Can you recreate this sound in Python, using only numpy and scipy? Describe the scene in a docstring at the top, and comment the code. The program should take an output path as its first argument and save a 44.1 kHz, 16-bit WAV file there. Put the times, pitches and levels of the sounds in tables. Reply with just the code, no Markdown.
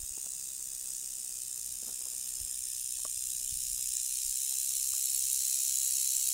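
"""A rattlesnake buzzes its tail among rocks at the foot of an earth bank.
Each shake, about 65 a second, makes the loose, hollow tail segments scrape, clack together
and fall nearly still. The buzz grows louder as someone edges closer with a hand-held microphone.
Under it lie scuffing feet, a few gravel crunches, soft bumps of the hand and faint background noise."""
import sys
import numpy as np
from scipy import signal
from scipy.fft import rfft, irfft, next_fast_len
from scipy.io import wavfile
from scipy.ndimage import uniform_filter1d

SR = 44100
rng = np.random.default_rng(int(sys.argv[2]) if len(sys.argv) > 2 else 0)


def unload_audio(sound):
    """Save the sound as a 16-bit wav file, at the path given as the first command line argument."""
    columns = np.transpose(np.atleast_2d(sound))
    # keep every value between -1 and 1, then stretch to whole-number steps
    steps = np.round(np.clip(columns, -1, 1) * 32767)
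    wavfile.write(sys.argv[1], SR, steps.astype(np.int16))


N = 279153
TIME = np.arange(N) / SR

# how hard the segments slide, with a lull as the tail turns: (point in the stroke [0-1], force [dB])
SLIDING = [(0.02, 1.5), (.09, -1.5), (.2, 1), (0.3, -0.5), (.39, -2), (.46, -3), (0.522, -10), (.63, -9.5),
           (0.72, -6.5), (.8, -.5), (.93, -1.5)]
# the segments clack in turn, the large low ones first:
# (pitch [Hz], width [Hz], level [dB], point in the stroke [0-1], extra force of the clack [dB])
SEGMENTS = [(3000, 1900, -4, .16, 4.5), (3880, 1000, -2.5, .17, 6), (6650, 1200, -0.5, 0.36, 5.5),
            (7070, 1200, -4.5, .3, 5.5), (7600, 910, 0.5, .32, 9), (8750, 420, -2, .335, 10),
            (9700, 1100, 2, .34, 9), (10300, 1400, -6.5, 0.33, 5), (12400, 1500, -5.5, 0.36, 8.5)]
# the tail shakes harder or slackens: (time [s], level change [dB], half length [s])
SURGES = [(0.255, 1.6, 0.058), (.55, -0.5, 0.032), (0.937, 1, 0.052), (1.792, -1.3, 0.03),
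          (3.377, 0.5, 0.016), (3.416, -1, 0.017), (3.958, 0.5, 0.021), (5.882, 0, .07)]
# tone of the hollow segments from three places along the bank: (frequency [Hz], level [dB])
FAR_TONE = [(1060, -62), (1800, -22), (2240, -33.5), (2610, -16.5), (3250, -25), (3530, -18.5),
            (4230, -18.5), (5030, -10), (5610, -12.5), (6600, -5.5), (8360, -1.5), (9940, -11.5),
            (12600, -19), (15100, -17), (15800, -13)]
MIDWAY_TONE = [(1060, -47), (1800, -14), (2100, -30.5), (2430, -14), (4040, -15), (4630, -12), (5120, -5.5),
               (5970, -7), (7360, 0), (8060, -6.5), (8670, 1.5), (9760, -1.5), (10800, -10.5), (11500, -10),
               (13300, -12.5), (15800, -17)]
NEAR_TONE = [(760, -49), (1300, -20.5), (1930, -21.5), (2730, -13.5), (3510, -16), (4020, -7),
             (4560, -11.5), (4850, -8), (5270, -7), (7370, 1), (8440, -2), (9770, -1.5), (11200, -7.5),
             (11900, -8), (12800, -15), (14400, -10), (15800, -12.5)]
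# when the microphone is at each place: (time [s])
PLACE_TIMES = [0.11, 2.57, 5.2]
# share of smeared, steady hiss, strongest in the high treble:
# (frequency [Hz], level against the pulsing buzz [dB])
SMEAR_SHARE = [(2500, -6), (5000, -3), (9500, -23.5), (12500, 1.5), (16000, -10.5)]
# narrow dips in the tone, at times peaks: (width [Hz], five frequencies [Hz], five level changes [dB])
DIPS = [(69, 3000, 3400, 3000, 3500, 3550, -3, -6, -1, -3.5, -18),
        (110, 5450, 5600, 5750, 6500, 6050, -5, -2, -3, -1.5, -2.5),
        (102.3, 4250, 4230, 4300, 4200, 4800, -15, -14, -5, -7.5, 5.5),
        (120, 4780, 4780, 4710, 4740, 4890, -8, -9, -21, -21, -27),
        (199, 7660, 7250, 14000, 8800, 8800, -4, -2, -4, 1, -6.5),
        (156, 11000, 10600, 10850, 10850, 21000, -8, -8, 1, -3, -6.5),
        (221, 12300, 11000, 12150, 11000, 9800, 2, -1, -2, -6.5, 1.5)]
# the moments those five values belong to: (time [s])
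DIP_TIMES = [.4, 1.6, 3.0, 4.5, 5.7]
# the hardest single clacks: (time [s], peak level [dB], pitch [Hz])
HARD_CLACKS = [(0.906, -28, 8600), (2.151, -30, 9450), (2.2922, -27, 8850), (2.544, -30, 9300),
               (2.924, -23.5, 8600), (3.272, -23, 8400), (3.3036, -23, 8500), (3.891, -25, 9500),
               (3.9694, -18.5, 7600), (5.194, -20, 7800), (5.0272, -26, 11550), (5.0576, -22, 11800),
               (5.148, -20, 9700), (5.3309, -17.5, 9860), (5.3618, -26, 11950), (5.5446, -32, 10300)]
# soles scuffing, and one short rough burst near 3.05 s: (time [s], level [dB], half length # [s])
SCUFFS = [(0.177, -57, 0.0043), (0.244, -66, .003), (0.265, -55, 0.0023), (1.832, -59, 0.0056),
          (1.845, -62, .003), (1.885, -57.5, 0.014), (1.918, -63.5, 0.0089), (2.016, -63, .005),
          (2.066, -61, 0.011), (2.13, -62.5, 0.012), (3.056, -62, 0.004), (3.422, -68.5, 0.018),
          (3.795, -67.5, 0.019)]
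# tone of the scuffed dirt: (frequency [Hz], level [dB])
DIRT_TONE = [(70, 3), (170, 9.5), (450, 9.5), (900, 5), (1600, 0), (3000, -63)]
# pebbles knocking, the larger ones lower: (time [s], peak level [dB], pitch multiplier [ratio])
KNOCKS = [(0.174, -54.5, .36), (1.827, -52, .42), (1.882, -51, .48), (3.051, -34, 1)]
# the notes a pebble rings with: (base pitch [Hz], level [dB], time to fade by 60 dB [s])
PEBBLE_NOTES = [(453, -26, 0.011), (634, 6.5, 0.028), (915, -6, .016), (1130, 11, 0.03), (1300, -11, 0.016),
                (1730, -6, 0.016)]
# gravel crunches (loud rows), soft blips (faint rows): (time [s], level [dB], half length [s], pitch [Hz])
CRUNCHES_AND_BLIPS = [(2.994, -59.5, 0.004, 770), (3.64, -89, 0.0071, 750), (4.474, -88, 0.01, 950),
                      (4.525, -64.5, 0.0073, 800), (4.714, -71, 0.012, 1200), (4.849, -67.5, 0.013, 1190),
                      (4.938, -55.5, 0.0046, 1220), (4.971, -72.5, 0.0088, 540)]
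# bumps of the hand: (time [s], peak level [dB], half length [s])
BUMPS = [(.005, -49, 0.0071), (0.036, -43.5, 0.0034), (0.115, -51, 0.0036), (2.416, -44.5, 0.0028),
         (2.443, -47, 0.0049), (3.177, -52, 0.0027), (3.528, -43, 0.0023), (3.562, -51, 0.0049),
         (3.737, -50, 0.0045), (4.261, -51, 0.0042), (4.297, -52, 0.0067)]
# low rumble of the hand-held microphone: (frequency [Hz], level [dB])
RUMBLE_TONE = [(15, -9.5), (34, 5), (48, -4.5), (100, -11.5), (180, -16), (300, -27.5), (600, -60)]
# the grip shifts softly: (time [s], extra rumble [dB], half length [s])
GRIPS = [(1.71, 5, 0.081), (2.99, 3.5, 0.29), (3.638, 6, 0.16), (5, 3, 0.1), (5.877, 5.5, 0.073)]
# tone of the background hiss: (frequency [Hz], level [dB])
HISS_TONE = [(20, -3), (60, -15), (130, -3.5), (250, -6.5), (450, -8.5), (950, -13.5), (2000, -12.5),
             (4000, -24.5)]
# tone of the faint, flickering background noise: (frequency [Hz], level [dB])
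FLICKER_TONE = [(150, -16), (350, 1.5), (650, -28), (1200, 8.5), (1700, -2), (3000, -27)]


def rattle(level_db=-30.5, scrape_db=-5, low_cut_hz=1500, shimmer_db=0.7, sizzle_db=1.4):
    """The segments click and scrape, and their hollow shape colours the buzz."""
    clicks = collisions()
    # the segments rub for about a millisecond around each collision
    rubbing = np.sqrt(abs(uniform_filter1d(clicks ** 2, size=45)))
    scrape = treble(rubbing * rng.standard_normal(N))
    source = normalize(clicks + gain(scrape_db) * scrape)
    hz, t, pulsing = flat_spectra(source)
    _, _, smeared = flat_spectra(smear(source))
    smear_gain = gain(level_at(SMEAR_SHARE, hz))[:, None]
    spectra = (pulsing + smear_gain * smeared) / np.sqrt(1 + smear_gain ** 2)
    # the tone blends from one place to the next
    tone_db = sum(np.outer(level_at(tone, hz), np.interp(t, PLACE_TIMES, weight))
                  for tone, weight in zip((FAR_TONE, MIDWAY_TONE, NEAR_TONE), np.eye(3)))
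    # narrow peaks and dips come and go, most of all in the high treble
    patches = uniform_filter1d(rng.standard_normal(spectra.shape), size=24)
    flicker_db = shimmer_db + sizzle_db * ramp(9500, 2000, hz)[:, None]
    tone_db += flicker_db * normalize(uniform_filter1d(patches, size=2, axis=0))
    # so small a body gives off almost no bass
    bass_cut = (hz ** 2 / (hz ** 2 + low_cut_hz ** 2))[:, None] ** 2
    buzz = signal.istft(spectra * gain(tone_db) * bass_cut, nperseg=512, noverlap=384)[1][:N]
    # the muscles put the same power into every few strokes
    steady = buzz / np.sqrt(uniform_filter1d(buzz ** 2, size=4100))
    surge_db = sum(db * swell(at, half) for at, db, half in SURGES)
    distance_m, _ = approach()
    return shifting_dips(steady) * gain(level_db + surge_db) / distance_m


def tail_strokes(pace_hz=63.01, burst_hz=3.83, tiring_s=0.95, alarm_hz=2.74):
    """Counts the strokes so far: the tail starts fast, tires, then speeds up as the person nears."""
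    per_s = pace_hz + burst_hz * np.exp(-TIME / tiring_s) + alarm_hz * ramp(3.85, 0.65)
    lost = 0.45 * ramp(1.56, 0.06)  # the tail catches once and loses part of a stroke
    return 0.06 + np.cumsum(per_s) / SR - lost


def collisions(base_per_s=40000, spread_db=1.4, tick_db=-4, crowding=0.48):
    """Tiny hits make each loose segment tick and ring; their number and force follow the stroke."""
    strokes = tail_strokes()
    slide_at, slide_db = np.transpose(SLIDING)
    stroke_number = (strokes + 0.5).astype(int)  # a new stroke begins in the lull
    strokes = strokes + 0.008 * wander(65)  # slightly uneven timing
    out = np.zeros(N)
    for hz, width, db, clack_at, clack_db in SEGMENTS:
        phase = (strokes + 0.009 * wander(65)) % 1
        # each segment clacks harder or softer from stroke to stroke
        strength = 1 + 0.12 * np.clip(rng.standard_normal(N), -2, 1)[stroke_number]
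        clack_shape = np.exp(-((phase - clack_at) / 0.055) ** 2 / 2)
        force_db = np.interp(phase, slide_at, slide_db, period=1) + clack_db * strength * clack_shape
        # the crowding share of the force makes more hits, the rest makes harder ones
        hit = rng.random(N) < gain(crowding * force_db) ** 2 * base_per_s / len(SEGMENTS) / SR
        size = gain((1 - crowding) * force_db + spread_db * np.clip(rng.standard_normal(N), -2, 2))
        clicks = hit * size * rng.choice([-1, 1], N)
        out += gain(db) * (gain(tick_db) * treble(clicks) + ring(clicks, hz, width))
    return normalize(out)


def smear(x, fade_s=0.052, delay_s=0.0016, count=90):
    """Blurs the pulses into a steady hiss by giving each click a short, ever-changing noisy tail."""
    t = np.arange(SR // 12) / SR
    patterns = rng.standard_normal((count, len(t))) * gain(-60 * t / fade_s) * (t >= delay_s)
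    place = np.linspace(0, count - 1, N)
    out = np.zeros(N)
    for k, pattern in enumerate(patterns):
        near = np.arange(*np.searchsorted(place, [k - 1, k + 1]))
        blend = np.cos(np.pi / 2 * (place[near] - k))
        out[near] += signal.fftconvolve(x[near], normalize(pattern))[:len(near)] * blend
    return normalize(out)


def shifting_dips(x, drift_hz=32, changes_per_s=8):
    """Narrow dips in the buzz shift as the microphone moves, and waver with the unsteady hand."""
    hz, t, spectra = signal.stft(x, SR, nperseg=2048, noverlap=1536)
    for width, *path in DIPS:
        centre_hz = np.interp(t, DIP_TIMES, path[:5])
        centre_hz += drift_hz * np.interp(t, TIME, wander(changes_per_s))
        depth_db = np.interp(t, DIP_TIMES, path[5:])
        depth_db *= np.exp(0.3 * np.interp(t, TIME, wander(changes_per_s)))
        spectra *= gain(depth_db * np.exp(-((hz[:, None] - centre_hz) / width) ** 2))
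    return signal.istft(spectra, nperseg=2048, noverlap=1536)[1][:N]


def hard_clacks(half_s=0.0013, width_hz=2200, tick_db=-9, low_cut_hz=5200):
    """Now and then a segment slams home: a tight cluster of hits rings it much harder than usual."""
    t = np.arange(SR // 50) / SR
    lead = len(t) // 2
    out = np.zeros(N)
    for at, db, hz in HARD_CLACKS:
        blow = rng.standard_normal(len(t)) * swell(lead / SR, half_s, t)
        ringing = ring(ring(blow, hz, width_hz), hz, width_hz)
        clack = normalize(ringing + gain(tick_db) * treble(blow))
        clack = treble(treble(clack, low_cut_hz), low_cut_hz)  # a clack has no bass
        out[round(at * SR) - lead:][:len(t)] += gain(db) * clack / abs(clack).max()
    return out


def scuffs(catch_db=3.5, catches_per_s=260):
    """Soles catch and slip on the dirt, making short bursts of rough noise."""
    catching = normalize(gain(catch_db * np.minimum(wander(catches_per_s), 2)))
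    return noise(DIRT_TONE) * catching * sum(gain(db) * swell(at, half) for at, db, half in SCUFFS)


def pebbles(grit_s=0.0071, grit_amount=0.45, low_cut_hz=60):
    """Gritty pebbles knock together underfoot and ring briefly."""
    t = np.arange(SR // 8) / SR
    bass_cut = signal.butter(4, low_cut_hz, "high", fs=SR, output="sos")
    out = np.zeros(N)
    for at, peak_db, pitch in KNOCKS:
        ringing = sum(gain(db - 60 * t / fade_s) * np.sin(2 * np.pi * hz * pitch * t)
                      for hz, db, fade_s in PEBBLE_NOTES)
        grit = rng.standard_normal(len(t)) * np.exp(-t / grit_s) / np.sqrt(grit_s * SR / 2)
        blow = (t == 0) + grit_amount * grit  # one sharp tap, then a short scratch
        knock = signal.sosfilt(bass_cut, np.convolve(blow, ringing)[:len(t)])
        out[round(at * SR):][:len(t)] += gain(peak_db) * knock / abs(knock).max()
    return out


def crunches_and_blips(grains_per_s=4000, width_hz=420):
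    """Short grainy bursts: the louder ones are gravel underfoot, the faint ones just soft blips."""
    grains = (rng.random(N) < grains_per_s / SR) * rng.standard_normal(N)
    return sum(gain(db) * swell(at, half) * ring(ring(grains, hz, width_hz), hz, width_hz)
               for at, db, half, hz in CRUNCHES_AND_BLIPS)


def hand_bumps():
    """Each bump of the hand pushes the microphone one way and back."""
    out = np.zeros(N)
    for at, db, half in BUMPS:
        offset = (TIME - at) / half
        out += gain(db) * offset * np.exp((1 - offset ** 2) / 2)
    return out


def hand_rumble(rest_db=-68, moving_db=2.5, sway_db=1.5):
    """The hand makes a low rumble that grows when it moves faster or shifts its grip."""
    _, speed = approach()
    grip_db = sum(db * swell(at, half) for at, db, half in GRIPS)
    return noise(RUMBLE_TONE) * gain(rest_db + moving_db * speed + grip_db + sway_db * wander(6.6))


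def background_hiss(start_db=-67, drop_from_s=2.46, drop_db_per_s=20, floor_db=-110, waver_db=1.5):
    """A faint, slightly uneven hiss that fades away from about 2.5 s on."""
    level_db = np.maximum(start_db - drop_db_per_s * np.maximum(TIME - drop_from_s, 0), floor_db)
    return noise(HISS_TONE) * gain(level_db + waver_db * wander(29.65))


def background_flicker(level_db=-86.5, flicker_db=7, patches_per_s=22):
    """Faint background noise flickers in short patches, slowly rising and then falling away."""
    _, rise_and_fall = approach()
    patches = gain(level_db + flicker_db * np.minimum(wander(patches_per_s), 1.5))
    return noise(FLICKER_TONE) * patches * rise_and_fall


def approach(start_s=0.95, end_s=6.08, far_m=2.637, near_m=0.93):
    """One smooth move towards the snake: gives the distance [m] and the speed [0-1]."""
    angle = np.pi * ramp(start_s, end_s - start_s)
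    return near_m + (far_m - near_m) * (1 + np.cos(angle)) / 2, np.sin(angle)


def gain(db):
    """Turns decibels into a multiplier."""
    return 10 ** (np.asarray(db) / 20)


def normalize(x):
    """Scales a signal to an average power of 1."""
    return x / np.sqrt(np.mean(x ** 2) + 1e-20)


def swell(at, half, t=TIME):
    """A smooth rise and fall of height 1 around the given moment."""
    return np.exp(-((t - at) / half) ** 2 / 2)


def ramp(start, length, t=TIME):
    """Rises evenly from 0 to 1."""
    return np.clip((t - start) / length, 0, 1)


def wander(per_s):
    """A random curve that heads for a new value per_s times a second."""
    return normalize(np.interp(TIME * per_s, np.arange(N), rng.standard_normal(N)))


def treble(x, cut_hz=5000):
    """Keeps the high part of a sound, at power 1."""
    return normalize(signal.lfilter(*signal.butter(2, cut_hz, "high", fs=SR), x))


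def ring(x, hz, width_hz):
    """Makes a sound ring at one pitch, at power 1; a narrower width rings longer."""
    decay = np.exp(-np.pi * width_hz / SR)
    feedback = [1, -2 * decay * np.cos(2 * np.pi * hz / SR), decay * decay]
    return normalize(signal.lfilter([1, 0, -1], feedback, x))


def level_at(tone, hz):
    """Looks up a table's level [dB] at the given frequencies."""
    table_hz, db = np.transpose(tone)
    return np.interp(np.log(hz + 1), np.log(table_hz + 1), db)


def noise(tone):
    """Noise shaped by a tone table, at power 1."""
    size = next_fast_len(N)
    hz = np.fft.rfftfreq(size, 1 / SR)
    spectrum = rfft(rng.standard_normal(size)) * gain(level_at(tone, hz))
    return normalize(irfft(spectrum, size)[:N])


def flat_spectra(x):
    """Splits short slices of a sound into frequencies and evens out its overall tone."""
    hz, t, spectra = signal.stft(x, SR, nperseg=512, noverlap=384)
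    broad_power = uniform_filter1d(np.mean(abs(spectra) ** 2, 1), size=15)
    return hz, t, spectra / np.sqrt(broad_power)[:, None]


def scene():
    """The snake, the person edging closer and the faint background, in one channel."""
    snake = rattle() + hard_clacks()
    quiet_sounds = background_hiss() + hand_rumble() + hand_bumps() + scuffs() + pebbles()
    return (snake + quiet_sounds + crunches_and_blips() + background_flicker())[None]


def record(dry, top_hz=15800):
    """Cuts away the very highest treble."""
    low_pass = signal.firwin(511, top_hz, window=("kaiser", 9), fs=SR)
    return signal.oaconvolve(dry, low_pass[None], "same")


dry = scene()
out = record(dry)
unload_audio(out)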